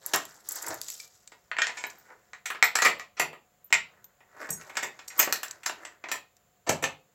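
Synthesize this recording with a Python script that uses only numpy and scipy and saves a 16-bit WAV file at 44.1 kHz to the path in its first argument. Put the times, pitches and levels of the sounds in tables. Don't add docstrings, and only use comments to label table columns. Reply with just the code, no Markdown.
import sys
import numpy as np
from scipy import signal
from scipy.fft import rfft, irfft
from scipy.io import wavfile
from scipy.ndimage import uniform_filter1d

SR = 44100
rng = np.random.default_rng(int(sys.argv[2]) if len(sys.argv) > 2 else 0)


def wav_record(signal):
    frames = np.transpose(np.atleast_2d(signal))
    bounded = np.clip(frames, -1, 1)
    quanta = np.round(bounded * 32767).astype(np.int16)
    wavfile.write(sys.argv[1], SR, quanta)


N = 314874


# f/Hz, level per Hz/dB
AIR_COLOUR = [(18, -39), (30, -16.5), (95, -9.5), (221, -10), (259, -23), (461, -14.5), (569, -10),
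              (666, -24), (721, -1.5), (780, -20.5), (1190, -18.5), (5900, -30), (7270, -17), (8300, -37),
              (16000, -25)]
AIR_DB = -67.5
# f/Hz, t60/s
HALL_DECAY = [(100, 0.38), (500, 0.3), (2000, 0.21), (5000, 0.31), (8000, 0.092), (15000, 0.21)]

# t/s, push time/ms, level/dB
DOOR_BUMPS = [(0.137, 18, -53), (0.682, 27, -45.5), (2.86, 20, -42), (3.197, 39, -40.5), (3.735, 12, -45),
              (4.496, 12, -37), (4.524, 12, -60), (6.692, 7.6, -28), (6.836, 9.8, -40)]
# f/Hz, level/dB, t60/s
PANEL_MODES = [(58, -1.5, 0.06), (84, 0.5, 0.085), (129, 1, 0.055), (155.3, 5.5, 0.15), (195, -2.5, 0.081),
               (227, 4, 0.048), (332, -6, 0.044), (373, 3.5, 0.052), (450, 2.5, 0.16), (612, -7.5, 0.011)]
# t/s, f/Hz, level/dB
BOLT_SNAPS = [(1.515, 1700, -29.5), (1.568, 1900, -30), (1.6188, 1800, -12.5), (2.626, 2064, -7.5),
              (3.7263, 2070, -7.5), (3.7323, 2450, -10.5), (3.741, 1990, -16.5)]

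# t of hardest push/s, rise/s, fall/s, rub level/dB, grit level/dB
SLIDING_STROKES = [(0.062, 0.095, 0.6, -51.5, -48), (0.499, 0.061, 0.53, -48.5, -38.5),
                   (0.718, 0.14, 0.042, -35, -39.5), (.9, 0.25, 0.25, -76, -41.5),
                   (1.8, 0.33, 0.53, -55.5, -57), (2.12, 0.13, 0.067, -51.5, -71),
                   (3.961, 0.31, 0.24, -62.5, -78), (4.432, 0.098, 0.096, -39, -51.5),
                   (4.6, 0.17, 1, -54.5, -58.5), (5.17, 0.059, 0.44, -43.5, -47.5),
                   (5.829, 0.23, .17, -51, -62)]
STROKE_RANGE_DB = 20

# t/s, f/Hz, level/dB
KEY_PINGS = [(.999, 2355, -43), (1.868, 13603, -42), (1.984, 14300, -51), (2.642, 13640, -29),
             (2.642, 14500, -28.5), (2.986, 13671, -56), (3.644, 13570, -44), (3.727, 13300, -40.5),
             (4.043, 13700, -44), (4.505, 13520, -33), (5.1805, 13600, -29), (5.194, 13643, -10.5),
             (5.206, 15400, -43.5), (5.326, 14180, -29), (5.327, 13600, -28)]
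# t/s, level/dB
KEY_CHIMES = [(4.5034, -28.5), (4.528, -31), (5.0785, -37.5)]
# f/Hz, level/dB, t60/s
KEY_MODES = [(5663, -8, .18), (6505, -8, .16), (6630, -5, .21), (7208, -12, .18), (7381, -8, .14),
             (8074, -2, .13), (8161, -3, .15), (10540, -11, .16), (11700, -7, .15), (13570, -7, .1)]

# wooden thud level/dB, metal edge level/dB, fizz level/dB
DOOR_CLACKS = [(0.1346, 6.7, -21, -10, -2.5, -8.5), (1.318, 6.2, -49, -9.5, -7.5, -37),
               (1.515, 1.4, -30.5, -27, -24.5, -46), (1.567, 1, -32.5, -26, -22.5, -42),
               (1.585, 3.8, -22.5, -21, -14, -43.5), (1.6179, 2, -18.5, -40, -9.5, -37.5),
               (1.668, 1.8, -31, -20, -2.5, -45), (1.692, 4, -33.5, -17, -21, -42),
               (1.769, 18.4, -35.5, -22, -3, -36), (1.839, 1.06, -30, -16, -10.5, -51),
               (2.3322, 2, -40, -22.5, -11, -54), (2.456, 12, -31.5, -26.5, -3, -12.5),
               (2.5016, 6.5, -28.5, -22, -19, -16), (2.547, 6.6, -36, -16, -20.5, -37),
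               (2.626, 2.03, -16, -21.5, -5, -22.5), (2.7536, 2.7, -22, -19, -0.5, -12.5),
               (2.787, 2.6, -22.5, -27.5, -18.5, -15.5), (2.819, 6.3, -20, -15.5, -2, -18),
               (2.847, 11.2, -12.5, -29, -14.5, -18), (2.858, 6.4, -22.5, -6, -5, -30),
               (2.9961, 1.3, -36, -17.5, -8.5, -23), (3.1669, 35, -36, -18, -8, -35),
               (3.1961, 6, -20, -12, -8.5, -10), (3.329, 5.7, -43.5, -6.5, -29, -18),
               (3.703, 5.5, -53, -2.5, -5, -24), (3.7268, 1.3, -24.5, -23.5, 2, -17.5),
               (3.741, 1.2, -34.5, -14, 7.5, -13), (4.2044, 5, -55, -10, -23, -22),
               (4.489, 5.7, -40, -6.5, -6, -19), (4.6124, 1, -47.5, -13, -3.5, -23),
               (4.695, 6.4, -42, -16, -15, -21), (4.753, 5, -39.5, -13.5, -9, -21),
               (4.7689, 3.8, -26, -18.5, -3.5, -19), (4.825, 14.7, -28.5, -12, -5.5, -14),
               (4.9898, 4.1, -44, -18.5, -6, -24.5), (5.102, 4.6, -42, -31, -6, -25),
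               (5.1897, 14.2, -20, -13.5, -0.5, -4.5), (5.228, 1.2, -27, -19, -4, -11.5),
               (5.274, 3.3, -31.5, -3, -23.5, -30.5), (5.3252, 0.54, -26, -17.5, 2.5, -5.5),
               (5.431, 3.5, -32.5, -19.5, -5.5, -5), (5.6319, 6, -44, -26, -7, -13),
               (5.6584, 9.6, -28.5, -20.5, 1.5, -9.5), (5.694, 2.8, -32, -13, -27, -19),
               (5.85, 2, -40, -16, -1.5, -22), (6.0388, 3.9, -35, -12.5, -18.5, -42),
               (6.0849, 7, -37.5, -10.5, -6, -28), (6.1147, 4.9, -27.5, -17.5, -3.5, -8.5),
               (6.665, 28.5, -33, 2, -6, -24), (6.6912, 4.6, -24, 1.5, 0, -9),
               (6.824, 10.8, -31, 0, -5.5, -8), (6.839, 2.8, -23.5, -13.5, -6, -26)]
# t/s, contact time/ms, metal edge level/dB, fizz level/dB
METAL_TICKS = [(0.0622, 1.1, -54, -29.5), (0.16, 0.94, -47, -27.5), (0.252, 3, -48.5, -47),
               (.488, 2.5, -59, -30), (0.5192, 4.7, -56, -32.5), (.5558, 5.3, -57, -35),
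               (0.622, 4.1, -49, -37), (0.6637, 4, -43, -38.5), (.681, 6.7, -46, -34), (0.742, 2, -62, -40),
               (.815, .6, -37, -38), (0.883, 3, -37, -46), (.901, 1.2, -39.5, -40), (.976, 5, -51.5, -57),
               (0.9993, 3.3, -40.5, -52), (1.274, 2.5, -47, -62), (1.899, 3.7, -46.5, -60),
               (4.0428, 1.3, -55, -78.5), (4.5059, 0.49, -49, -34), (5.0804, 3, -40.5, -65),
               (5.482, 0.97, -45, -68), (5.5093, 2.4, -37.5, -48), (6.366, 3, -63, -70)]
# f/Hz, level/dB, t60/s
LOCK_MODES = [(440, -12, .04), (590, -13, .04), (1016, -9, .04), (1270, -8, .03), (1375, -8, .03),
              (1735, -3, .04), (1885, -2, .04), (2120, -3, .03), (2420, -5, .04), (2610, -5, .04),
              (3800, -5, .02), (4480, -4, .02), (5750, -3, .02), (7050, -2, .02), (7370, -1, .06),
              (7520, -2, .05), (7760, 0, .02), (10400, -4, .02), (11750, -4, .03)]
LOCK_RING_DB = -9
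# f/Hz, level per Hz/dB
CONTACT_COLOUR = [(40, -39.5), (130, -15.5), (400, -5), (1000, -4.5), (1900, -1.5), (3200, -8.5),
                  (5000, -1.5), (7600, 2), (8800, -16.5), (12000, -8.5), (15500, -15)]
REGISTER_EDGES = [60, 700, 3000, 8500, 16500]
REBOUND_S, REBOUND_SPREAD, REBOUND_DB = .022, .3, -16.5
JOSTLES_PER_S, JOSTLE_DB, JOSTLE_SCATTER_DB = 34, -6.5, -0.5
JOSTLE_MS = 3.5
TICK_CLACK_DB, TICK_THUD_DB = -17, -34

TOP_HZ = 16100
RING_S = np.arange(SR // 4) / SR


def undb(db):
    return 10 ** (np.asarray(db) / 20)


def unit(x):
    return x / np.sqrt(np.sum(x ** 2) + 1e-20)


def noise(count):
    return rng.standard_normal(count)


def lookup(hz, points):
    f, value = np.transpose(points)
    return np.interp(np.log(hz + 1), np.log(f), value)


def colour(x, points, size=2048):
    outline = undb(lookup(np.arange(size // 2 + 1) * SR / size, points))
    cepstrum = irfft(np.log(outline))
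    cepstrum[1:size // 2] *= 2
    cepstrum[size // 2 + 1:] = 0
    response = irfft(np.exp(rfft(cepstrum)))
    return signal.fftconvolve(x, response)[:len(x)]


def band(lo_hz, hi_hz, order=3):
    return signal.butter(order, [lo_hz, min(hi_hz, SR / 2 - 1)], "band", fs=SR, output="sos")


def add(track, s, sound):
    start = max(int(s * SR), 0)
    track[start:start + len(sound)] += sound[:len(track) - start]


def air():
    return undb(AIR_DB) * np.sqrt(N) * unit(colour(noise(N), AIR_COLOUR))


def hall(x, wet_db=1, gap_s=.0028, early_db=-5, early_t60=0.091, treble_db=-2):
    t = np.arange(SR // 2) / SR
    edges = np.geomspace(45, 18000, 10)
    tail = 0
    for lo, hi in zip(edges, edges[1:]):
        decay = np.exp(-np.log(1000) * t / lookup(np.sqrt(lo * hi), HALL_DECAY))
        share = np.sqrt(2 * (hi - lo) / SR) * undb(treble_db * (lo > 4000))
        tail = tail + share * unit(signal.sosfilt(band(lo, hi), noise(len(t))) * decay)
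    echoes = (rng.random(len(t)) < 600 / SR) * noise(len(t))
    early = unit(echoes * np.exp(-np.log(1000) * t / early_t60))
    response = np.zeros(len(t))
    response[0] = 1
    add(response, gap_s, undb(wet_db) * tail + undb(early_db) * early)
    return signal.fftconvolve(x, unit(response))


def roaming(x, count=8):
    place, out = np.linspace(0, count - 1, N), np.zeros(N)
    for k in range(count):
        near = np.flatnonzero(np.abs(place - k) < 1)
        fade = (1 - np.abs(place[near] - k)) ** .7
        add(out, (near[0] + .5) / SR, hall(x[near] * fade))
    return out


def ring(modes, scatter_db, detune):
    hz, db, t60 = np.transpose(modes)[:, :, None]
    t = RING_S[:int(t60.max() * SR)]
    size, pitch, side = rng.standard_normal((3, len(hz), 1))
    wave = np.sin(2 * np.pi * hz * (1 + detune * pitch) * t) * np.sign(side)
    decay = np.exp(-np.log(1000) * t / t60)
    return np.sum(undb(db + scatter_db * size) * wave * decay, axis=0)


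def contact(ms, grain_db, size=4096):
    t = RING_S[:size]
    grains = np.repeat(np.clip(noise(size // 32), -1.5, 1.5), 32)
    age = t * 1000 / max(ms, .5)
    envelope = undb(grain_db * grains) * np.exp(-age) * np.tanh(4 * age)
    chatter = noise(size) * envelope
    limit = 2 * unit(envelope)
    for _ in range(5):
        spectrum = rfft(chatter)
        chatter = irfft(spectrum / (np.abs(spectrum) + 1e-12))
        chatter = np.clip(chatter, -limit, limit)
    return np.pad(unit(chatter), (0, size // 2))


def strike(modes, ms, grain_db):
    push = contact(ms, grain_db)
    modal = ring(modes, scatter_db=2.5, detune=.008)
    return push, unit(signal.fftconvolve(push, modal)[:len(push)])


def door(bump_db=24):
    out = np.zeros(N)
    for s, ms, db in DOOR_BUMPS:
        _, boom = strike(PANEL_MODES, ms, grain_db=2)
        add(out, s, undb(db + bump_db) * boom)
    return signal.sosfilt(band(62, 1500, order=2), out)


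def bolt(upper=1.5, upper_db=-5, snap_db=6):
    out = np.zeros(N)
    for s, hz, db in BOLT_SNAPS:
        modes = [(hz, 0, .009), (hz * upper, upper_db, .005)]
        snap = ring(modes, scatter_db=1, detune=.01)
        add(out, s, undb(db + snap_db) * snap)
    return signal.sosfilt(band(620, 3500, order=2), out)


def slips(per_s, spread_db):
    count = int(per_s * N / SR)
    sizes = undb(spread_db * np.minimum(rng.exponential(size=count), 3))
    signs = np.sign(noise(count))
    return np.bincount(rng.integers(0, N, count), signs * sizes, N)


def effort(t):
    rub = grit = 0
    for s, rise_s, fall_s, rub_db, grit_db in SLIDING_STROKES:
        swell = undb(-STROKE_RANGE_DB * np.maximum((s - t) / rise_s, (t - s) / fall_s))
        rub = np.maximum(rub, undb(rub_db) * swell)
        grit = np.maximum(grit, undb(grit_db) * swell)
    return rub, grit


def sliding():
    rub, grit = effort(np.arange(N) / SR)
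    steps = np.repeat(np.clip(noise(N // 500 + 1), -1.5, 1.5), 500)
    fits = undb(3 * uniform_filter1d(steps, 150)[:N])
    low_edges, high_edges = np.geomspace(270, 1950, 5), np.linspace(3000, 16000, 10)
    layers = []
    for edges in (low_edges, high_edges):
        grains = np.zeros(N)
        for lo, hi in zip(edges, edges[1:]):
            grains += signal.sosfilt(band(lo, hi, order=2), slips(per_s=500, spread_db=5.5))
        layers.append(np.sqrt(N) * unit(fits * colour(grains, CONTACT_COLOUR)))
    return rub * layers[0], grit * layers[1]


def keys(ping_t60=.07, ping_db=3, chime_db=-2):
    out = np.zeros(N)
    for s, hz, db in KEY_PINGS:
        pair = [(hz, 0, ping_t60), (hz - 130, -11, ping_t60)]
        ping = ring(pair, scatter_db=.5, detune=.0003)
        add(out, s, undb(db + ping_db) * ping)
    for s, db in KEY_CHIMES:
        chime = ring(KEY_MODES, scatter_db=2, detune=.001)
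        add(out, s, undb(db + chime_db) * chime)
    return out


def tick(s, ms, edge_db, fizz_db):
    clack_db = edge_db + TICK_CLACK_DB
    return s, ms, clack_db, TICK_THUD_DB - TICK_CLACK_DB, -TICK_CLACK_DB, fizz_db - clack_db


def rebounds():
    delays = REBOUND_S * np.exp(REBOUND_SPREAD * noise(len(DOOR_CLACKS)))
    return [(s + delay, ms, db + REBOUND_DB, *shares)
            for (s, ms, db, *shares), delay in zip(DOOR_CLACKS, delays)]


def jostles():
    wait, edge, fizz = rng.random((400, 3)).T
    times = np.cumsum(-np.log(1 - wait)) / JOSTLES_PER_S
    _, grit = effort(times)
    levels = 20 * np.log10(grit + 1e-12) + JOSTLE_DB
    edge_db = levels + JOSTLE_SCATTER_DB * (2 * edge - 1)
    fizz_db = levels + JOSTLE_SCATTER_DB * (2 * fizz - 1)
    shaken = (levels > -66) & (times < N / SR)
    rows = zip(times[shaken], edge_db[shaken], fizz_db[shaken])
    return [tick(s, JOSTLE_MS, e, f) for s, e, f in rows]


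def touches():
    ticks = [tick(*row) for row in METAL_TICKS]
    return list(DOOR_CLACKS) + ticks + rebounds() + jostles()


def touch_colour(thud_db):
    hz = np.geomspace(40, 16000, 60)
    dents = 3.5 * np.clip(hz / 4000, 0, 1) * noise(len(hz))
    lean = np.clip((thud_db + 16) / 2, -8, 3) * np.clip(np.log2(1700 / hz), 0, 1)
    return np.column_stack([hz, lookup(hz, CONTACT_COLOUR) + dents + lean])


def blows(grain_db=4, blow_db=26, tick_db=22):
    out, direct = np.zeros((2, N))
    registers = [band(lo, hi, order=4) for lo, hi in zip(REGISTER_EDGES, REGISTER_EDGES[1:])]
    for s, ms, db, thud_db, edge_db, fizz_db in touches():
        push, body = strike(LOCK_MODES, ms, grain_db)
        raw = colour(push + undb(LOCK_RING_DB) * body, touch_colour(thud_db))
        shares = undb([thud_db, 0, edge_db, fizz_db])
        mix = sum(g * unit(signal.sosfilt(sos, raw)) for g, sos in zip(shares, registers))
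        hit = undb(db + blow_db) * mix
        beamed = np.clip(edge_db / tick_db, 0, .7)
        add(out, s, (1 - beamed) * hit)
        add(direct, s, beamed * hit)
    return out, direct


def scene(grit_direct=0.29, keys_direct=0.44):
    clacks, ticks = blows()
    rub, grit = sliding()
    bunch = keys()
    reverberant = roaming(clacks + bolt() + door() + rub + (bunch + grit) / 2)
    near_phone = ticks + grit_direct * grit + keys_direct * bunch
    return (reverberant + near_phone + air())[None]


def record(dry):
    rounded = np.tanh(dry)
    low_pass = signal.ellip(10, .2, 70, TOP_HZ, fs=SR, output="sos")
    return signal.sosfilt(low_pass, rounded)


dry = scene()
out = record(dry)
wav_record(out)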